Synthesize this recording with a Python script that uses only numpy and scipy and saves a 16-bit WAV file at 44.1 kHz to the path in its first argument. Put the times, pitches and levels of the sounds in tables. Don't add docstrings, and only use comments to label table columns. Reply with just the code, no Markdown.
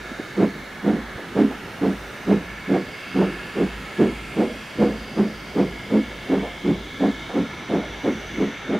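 import sys
import numpy as np
from scipy import signal
from scipy.fft import rfft, irfft
from scipy.io import wavfile
from scipy.ndimage import uniform_filter1d

SR = 44100
rng = np.random.default_rng(int(sys.argv[2]) if len(sys.argv) > 2 else 0)


def transcribe(signal):
    frames = np.atleast_2d(signal).T
    limited = np.clip(frames, -1, 1)
    pcm = np.round(limited * 32767).astype(np.int16)
    wavfile.write(sys.argv[1], SR, pcm)


N = 387638


def from_db(db):
    return 10 ** (np.asarray(db) / 20)


def rms_one(x):
    return x / np.sqrt(np.mean(x ** 2) + 1e-20)


def in_time(rows):
    s, *columns = np.transpose(rows)
    t = np.arange(N) / SR
    return [np.interp(t, s, column) for column in columns]


def coloured(spectrum):
    hz, db = np.transpose(spectrum)
    grid = np.maximum(np.fft.rfftfreq(N, 1 / SR), 1)
    grid_db = np.interp(np.log(grid), np.log(hz), db)
    white = rng.standard_normal(N)
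    return rms_one(irfft(rfft(white) * from_db(grid_db), N))


def passed(x, edge, kind):
    sos = signal.butter(2, edge, kind, fs=SR, output="sos")
    return signal.sosfiltfilt(sos, x)


def evened(x, over_s):
    size = max(int(over_s * SR), 1)
    power = uniform_filter1d(uniform_filter1d(x ** 2, size=size), size=size)
    return rms_one(x / np.sqrt(power + 1e-3))


def patchy(x, depth_db, span_s, span_hz, swells=()):
    swell_rise = .03
    hz, s, z = signal.stft(x, SR, nperseg=1024)
    field = rng.standard_normal(z.shape)
    for axis, step, span in ((0, hz[1], span_hz), (1, s[1] - s[0], span_s)):
        for _ in range(2):
            field = uniform_filter1d(field, size=max(int(span / step), 1), axis=axis, mode="wrap")
    gain_db = depth_db * rms_one(field)
    for at, half, centre, width, db in swells:
        track = centre * 2 ** (swell_rise * (s - at))
        in_span = ((s - at) / half) ** 2
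        in_band = ((hz[:, None] - track) / width) ** 2
        gain_db += db * np.exp(-.5 * in_span - .5 * in_band)
    return signal.istft(z * from_db(gain_db), SR, nperseg=1024)[1][:N]


def steam():
    # t/s, then rms level/dB of low hiss, whistle, lower whistle, middle, treble and top hiss
    leak = [(0, -40, -47, -48, -51, -51.5, -57.5), (1.05, -40, -47.5, -50, -50.5, -54, -57.5),
            (2.1, -39.5, -52, -56, -48, -52, -56.5), (2.5, -40, -42.5, -44.5, -46.5, -53.5, -58.5),
            (3.2, -40, -44, -46, -45.5, -53, -56), (4.5, -42.5, -45, -48.5, -43, -55, -57.5),
            (5.15, -42.5, -48, -51, -46.5, -53, -58), (5.7, -43.5, -42.5, -48, -46.5, -52.5, -57),
            (7.1, -43, -42.5, -45, -48, -50.5, -58.5), (7.65, -41, -43, -48, -47, -52, -60.5),
            (8.3, -41.5, -42, -49, -44.5, -51, -59), (8.79, -39, -44, -48, -46, -53.5, -63)]
    # f/Hz, relative level per Hz/dB
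    hiss_colour = [(530, -6), (900, -2.5), (1160, -0.5), (1340, 6), (1520, 4), (1710, 5), (1910, 2),
                   (2200, 0), (2480, -6.5), (3540, -15), (5190, -29.5), (9310, -31), (15500, -39.5)]
    # centre t/s, half length/s, centre f/Hz, half width/Hz, gain/dB
    hiss_swells = [(.2, 0.14, 9300, 300, 4), (2.1, .44, 13600, 500, 6), (2.2, 0.34, 9000, 300, 2.5),
                   (0.31, 1, 3760, 250, 5), (3.14, 0.33, 4800, 250, 8), (3.4, 0.28, 8793, 330, 4),
                   (4.2, 0.46, 7270, 300, 7), (4.4, 0.65, 11000, 400, 6), (4.6, 0.22, 5700, 210, 6),
                   (4.42, 0.38, 8600, 320, 9), (5.0, 0.64, 4820, 250, 9), (7, 0.99, 3310, 210, 6),
                   (7.13, 0.68, 3700, 190, 7.5), (8.23, 0.67, 6050, 230, 9), (3.76, 0.73, 3220, 51, 3.5),
                   (8.7, 0.35, 3630, 110, 5), (3.12, 0.18, 2750, 140, 6)]
    whistle_edges = [2076, 2284]
    lower_edges = [1646, 1773]
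    low_db, whistle_db, lower_db, *upper_db = in_time(leak)

    hiss = patchy(coloured(hiss_colour), depth_db=1.6, span_s=.35, span_hz=170, swells=hiss_swells)
    reaches = ((2450, "low"), ([2450, 4200], "band"), ([4200, 7000], "band"), (7000, "high"))
    low, middle, treble, top = (from_db(db) * rms_one(passed(hiss, *reach))
                                for db, reach in zip([low_db, *upper_db], reaches))

    whistle = passed(rng.standard_normal(N), whistle_edges, "band")
    whistle = patchy(whistle, depth_db=1.5, span_s=.06, span_hz=150)
    lower = passed(rng.standard_normal(N), lower_edges, "band")
    lower = patchy(lower, depth_db=3.0, span_s=.1, span_hz=150)
    whistles = from_db(whistle_db) * rms_one(whistle) + from_db(lower_db) * rms_one(lower)
    return low + middle + whistles, treble + top


def wheel_rumble():
    # f/Hz, relative level per Hz/dB
    rumble_colour = [(18, -43), (30, -15), (59, -7.5), (113, -5), (194, -3.5), (361, -5.5), (593, -9),
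                     (1100, -16), (1430, -39), (2420, -120)]
    start_db, grows = -41, 0.3367
    level_db = start_db + grows * np.arange(N) / SR
    return from_db(level_db) * patchy(coloured(rumble_colour), depth_db=2.5, span_s=.08, span_hz=294)


def opposed_noise():
    # f/Hz, relative level per Hz/dB
    opposed_colour = [(24, -49), (40, -21), (166, -11), (407, -13.5), (540, -3.5), (600, -8), (700, -2),
                      (800, -13), (1310, -14), (1500, -22), (1770, -4), (1950, -10), (2200, -12),
                      (4800, -22), (8520, -26.5), (15500, -40.5)]
    level_db = -49
    noise = from_db(level_db) * patchy(coloured(opposed_colour), depth_db=0.5, span_s=0.3, span_hz=300)
    return noise * np.array([[1], [-1]])


def thumps():
    # centre t/s, rms level at the centre/dB
    thump_rows = [(.04, -44), (.593, -47), (1.028, -41.5), (1.527, -44), (1.996, -40), (2.387, -43),
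                  (2.511, -42.5), (3.324, -42), (3.742, -36.5), (4.169, -37), (4.564, -44), (4.958, -38),
                  (5.368, -43), (5.708, -40), (6.118, -41), (6.446, -40.5), (6.809, -39), (7.18, -41.5),
                  (7.912, -39), (8.2, -44), (8.377, -45)]
    centre_hz, fall, half_s = 55.3, 39, 0.075
    t, out = np.arange(N) / SR, np.zeros(N)
    start_turns = rng.random((len(thump_rows), 1))
    for (at, db), start in zip(thump_rows, start_turns):
        near = slice(max(int((at - .3) * SR), 0), int((at + .3) * SR))
        s = t[near] - at
        turns = centre_hz * s - fall * s ** 2 / 2 + start
        swell = np.exp(-.5 * (s / half_s) ** 2)
        out[near] += np.sqrt(2) * from_db(db) * swell * np.sin(2 * np.pi * turns)
    return out


def knocks():
    # t/s, rms level before the burst's envelope/dB, centre f/Hz, length/s
    knock_rows = [(0.112, -28, 262, 0.018), (0.189, -23, 271, 0.02), (0.547, -30.5, 253, 0.027),
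                  (1.153, -25, 139, 0.013), (1.176, -31, 412, 0.031), (1.505, -29, 493, 0.032),
                  (6.425, -28, 530, .06), (7.288, -31.5, 594, 0.041), (7.81, -33.5, 600, .05)]
    out = np.zeros(N)
    for at, db, hz, length in knock_rows:
        s = np.arange(int(4 * length * SR)) / SR
        white = rng.standard_normal(12000)
        sos = signal.butter(2, [hz / 1.55, hz * 1.37], "band", fs=SR, output="sos")
        band = rms_one(signal.sosfilt(sos, white))
        envelope = (1 - np.exp(-s / 0.0045)) * np.exp(-(s / length) ** 2)
        burst = evened(band, 0.017)[-len(s):] * envelope
        i = round(at * SR)
        out[i:i + len(s)] += from_db(db) * burst
    return out


def wavering(hz, width):
    r = np.exp(-np.pi * width / SR)
    a, b = signal.lfilter([1], [1, -2 * r, r * r], rng.standard_normal((2, N)))
    turns = np.cumsum(hz + np.zeros(N)) / SR
    return rms_one(np.real((a + 1j * b) * np.exp(2j * np.pi * turns)))


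def blast(start, length, sag_db, peak_after, opened_db):
    shut_db, opening_s, closing_s = -33, 0.015, .05
    opening_share = 0.15
    rows = []
    for at, open_s, db, after in zip(start, length, sag_db, peak_after):
        after = np.clip(after, .03, open_s - .002)
        opening = min(opening_s + opening_share * after, after - .002)
        shape = [(0, shut_db), (opening, opened_db), (after, 0), (open_s, db), (open_s + closing_s, shut_db)]
        rows += [(at + s, level) for s, level in shape]
    return in_time(rows)[0]


def exhaust():
    # after/s, level/dB;
    #   upper roar over its usual share/dB, lowest tone f/Hz, bark f/Hz
    beats = [(0.354, 0.14, -19, 0.087, -17, 0.13, -27, 0.08, -14, -4.5, 199.5, 350),
             (0.823, 0.18, -14.5, 0.058, -16.5, 0.057, -21, 0.068, -20, 0.5, 209.4, 345),
             (1.336, 0.19, -23, 0.1, -16.5, 0.09, -13.5, 0.064, -16, 0, 209.6, 420),
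             (1.796, 0.14, -12, 0.1, -20, 0.026, -21, 0.058, -20.0, 1.5, 194.4, 366),
             (2.254, 0.14, -16.5, 0.083, -14, 0.04, -21.5, 0.074, -16, -2, 198, 409),
             (2.665, 0.15, -11, 0.058, -20.0, 0.056, -21, 0.092, -17.5, -1, 188, 339),
             (3.129, 0.21, -20, 0.086, -18, 0.042, -22, 0.086, -17.5, 0.5, 185.7, 382),
             (3.539, 0.15, -17, 0.11, -21.5, 0.098, -22.5, 0.078, -18, -2, 189.9, 409),
             (3.972, 0.14, -15, 0.043, -15.5, 0.066, -27, 0.042, -11.5, -9, 214, 380),
             (4.347, 0.16, -16, 0.026, -17.5, 0.082, -27, 0.065, -16.5, -1.5, 218, 479),
             (4.765, 0.2, -18.5, 0.048, -15.5, 0.088, -25, 0.065, -16, -1.5, 208, 479),
             (5.152, 0.16, -21, 0.058, -14.5, 0.051, -26, 0.045, -17.5, -1.5, 203, 388),
             (5.538, 0.15, -18.5, 0.069, -18, 0.057, -20.5, 0.062, -15.5, -3.5, 199, 425),
             (5.888, 0.14, -17, 0.092, -15.5, 0.11, -19.5, 0.074, -17.5, -3.5, 205.4, 490),
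             (6.273, 0.202, -21, 0.12, -23, 0.05, -19, 0.064, -19, 0, 190.2, 415),
             (6.623, 0.14, -14.5, 0.09, -19.5, 0.089, -22.0, 0.074, -18.5, -4.5, 194.7, 361),
             (6.985, 0.12, -7, 0.087, -20, 0.041, -16.5, 0.054, -23, 5.5, 194.9, 431),
             (7.317, 0.14, -17, 0.11, -20, 0.087, -18.5, 0.06, -24.5, 7.5, 210, 500),
             (7.675, 0.16, -17.5, 0.1, -23.0, 0.082, -19.5, 0.083, -21, 4, 205, 470),
             (8.019, 0.11, -10.5, 0.1, -23.5, 0.058, -20, 0.057, -19.5, 0, 214.9, 540),
             (8.351, 0.19, -25, 0.106, -22.5, 0.081, -20.5, 0.075, -21.5, 1.5, 199.5, 420),
             (8.668, 0.11, -10, 0.09, -23, 0.057, -24, 0.082, -22.5, 3.5, 208, 334)]
    # f/Hz, relative level per Hz/dB
    roar_colour = [(60, -29), (120, -10.5), (250, -0.5), (340, 5), (385, 3), (425, 2), (475, 1.5),
                   (560, -6.5), (700, -7), (1000, -21.5), (2000, -57), (15000, -90)]
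    spray_colour = [(600, -30), (900, 1), (1200, -0.5), (2000, -7), (3500, -17.5), (6000, -28),
                    (15000, -46)]
    opened_db = -6.5
    second_swing, roar_swing = 1.11, 1.055
    upper_sharp = 0.43
    spray_follows = 0.62

    start, length, sag_db, low_s, low_db, second_s, second_db, roar_s, roar_db, *colour = np.transpose(beats)
    held = []
    for at, open_s, *row in zip(start, length, low_db, second_db, roar_db, *colour):
        held += [(at, *row), (at + open_s, *row)]
    low_db, second_db, roar_db, upper_db, low_hz, bark_hz = in_time(held)
    low_flow = blast(start, length, sag_db, low_s, opened_db)
    second_flow = second_swing * blast(start, length, sag_db, second_s, opened_db)
    roar_flow = roar_swing * blast(start, length, sag_db, roar_s, opened_db)

    low = evened(wavering(low_hz, width=29.8), 0.03)
    second = evened(wavering(275, width=34), 0.017)
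    bark = from_db(-6) * wavering(bark_hz, width=42)
    roar = evened(coloured(roar_colour) + bark, 0.014)

    spray_db = -16 + spray_follows * upper_db
    upper_db = upper_db + upper_sharp * (roar_flow - opened_db)
    roar = roar + (from_db(upper_db) - 1) * passed(roar, 515, "high")
    body = from_db(low_db + low_flow) * low
    body += from_db(second_db + second_flow) * second
    body += from_db(roar_db + roar_flow) * roar
    gap_hz, gap_width_hz = 242, 13.6
    gap = signal.iirnotch(gap_hz, gap_hz / gap_width_hz, fs=SR)
    spray_flow = uniform_filter1d(from_db(roar_db + roar_flow + spray_db), size=SR // 30)
    return signal.lfilter(*gap, body) + spray_flow * coloured(spray_colour)


def echoes(x):
    level_db, t60_s = -21.5, 0.29
    s = np.arange(int(.7 * SR)) / SR
    wash = rng.standard_normal((2, len(s))) * from_db(-60 * s / t60_s) * (s > .03)
    wash = wash / np.sqrt(np.sum(wash ** 2, axis=1, keepdims=True))
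    mid, side = signal.fftconvolve(x[None], wash, axes=1)[:, :N]
    return from_db(level_db) * (mid + 0.16 * side * np.array([[1], [-1]]))


def scene():
    pan_db = -1.8 + .145 * np.arange(N) / SR
    sides_db = np.array([pan_db, -pan_db]) / 2
    treble_pan_share = .3
    hiss, treble = steam()
    rumble = wheel_rumble()
    blasts = knocks() + exhaust()
    engine = (blasts + rumble + hiss) * from_db(sides_db)
    engine += treble * from_db(treble_pan_share * sides_db)
    return engine + thumps() + echoes(blasts) + opposed_noise()


def record(dry):
    cutoff_hz = 15710
    return signal.sosfilt(signal.ellip(12, .3, 70, cutoff_hz, fs=SR, output="sos"), dry)


dry = scene()
out = record(dry)
transcribe(out)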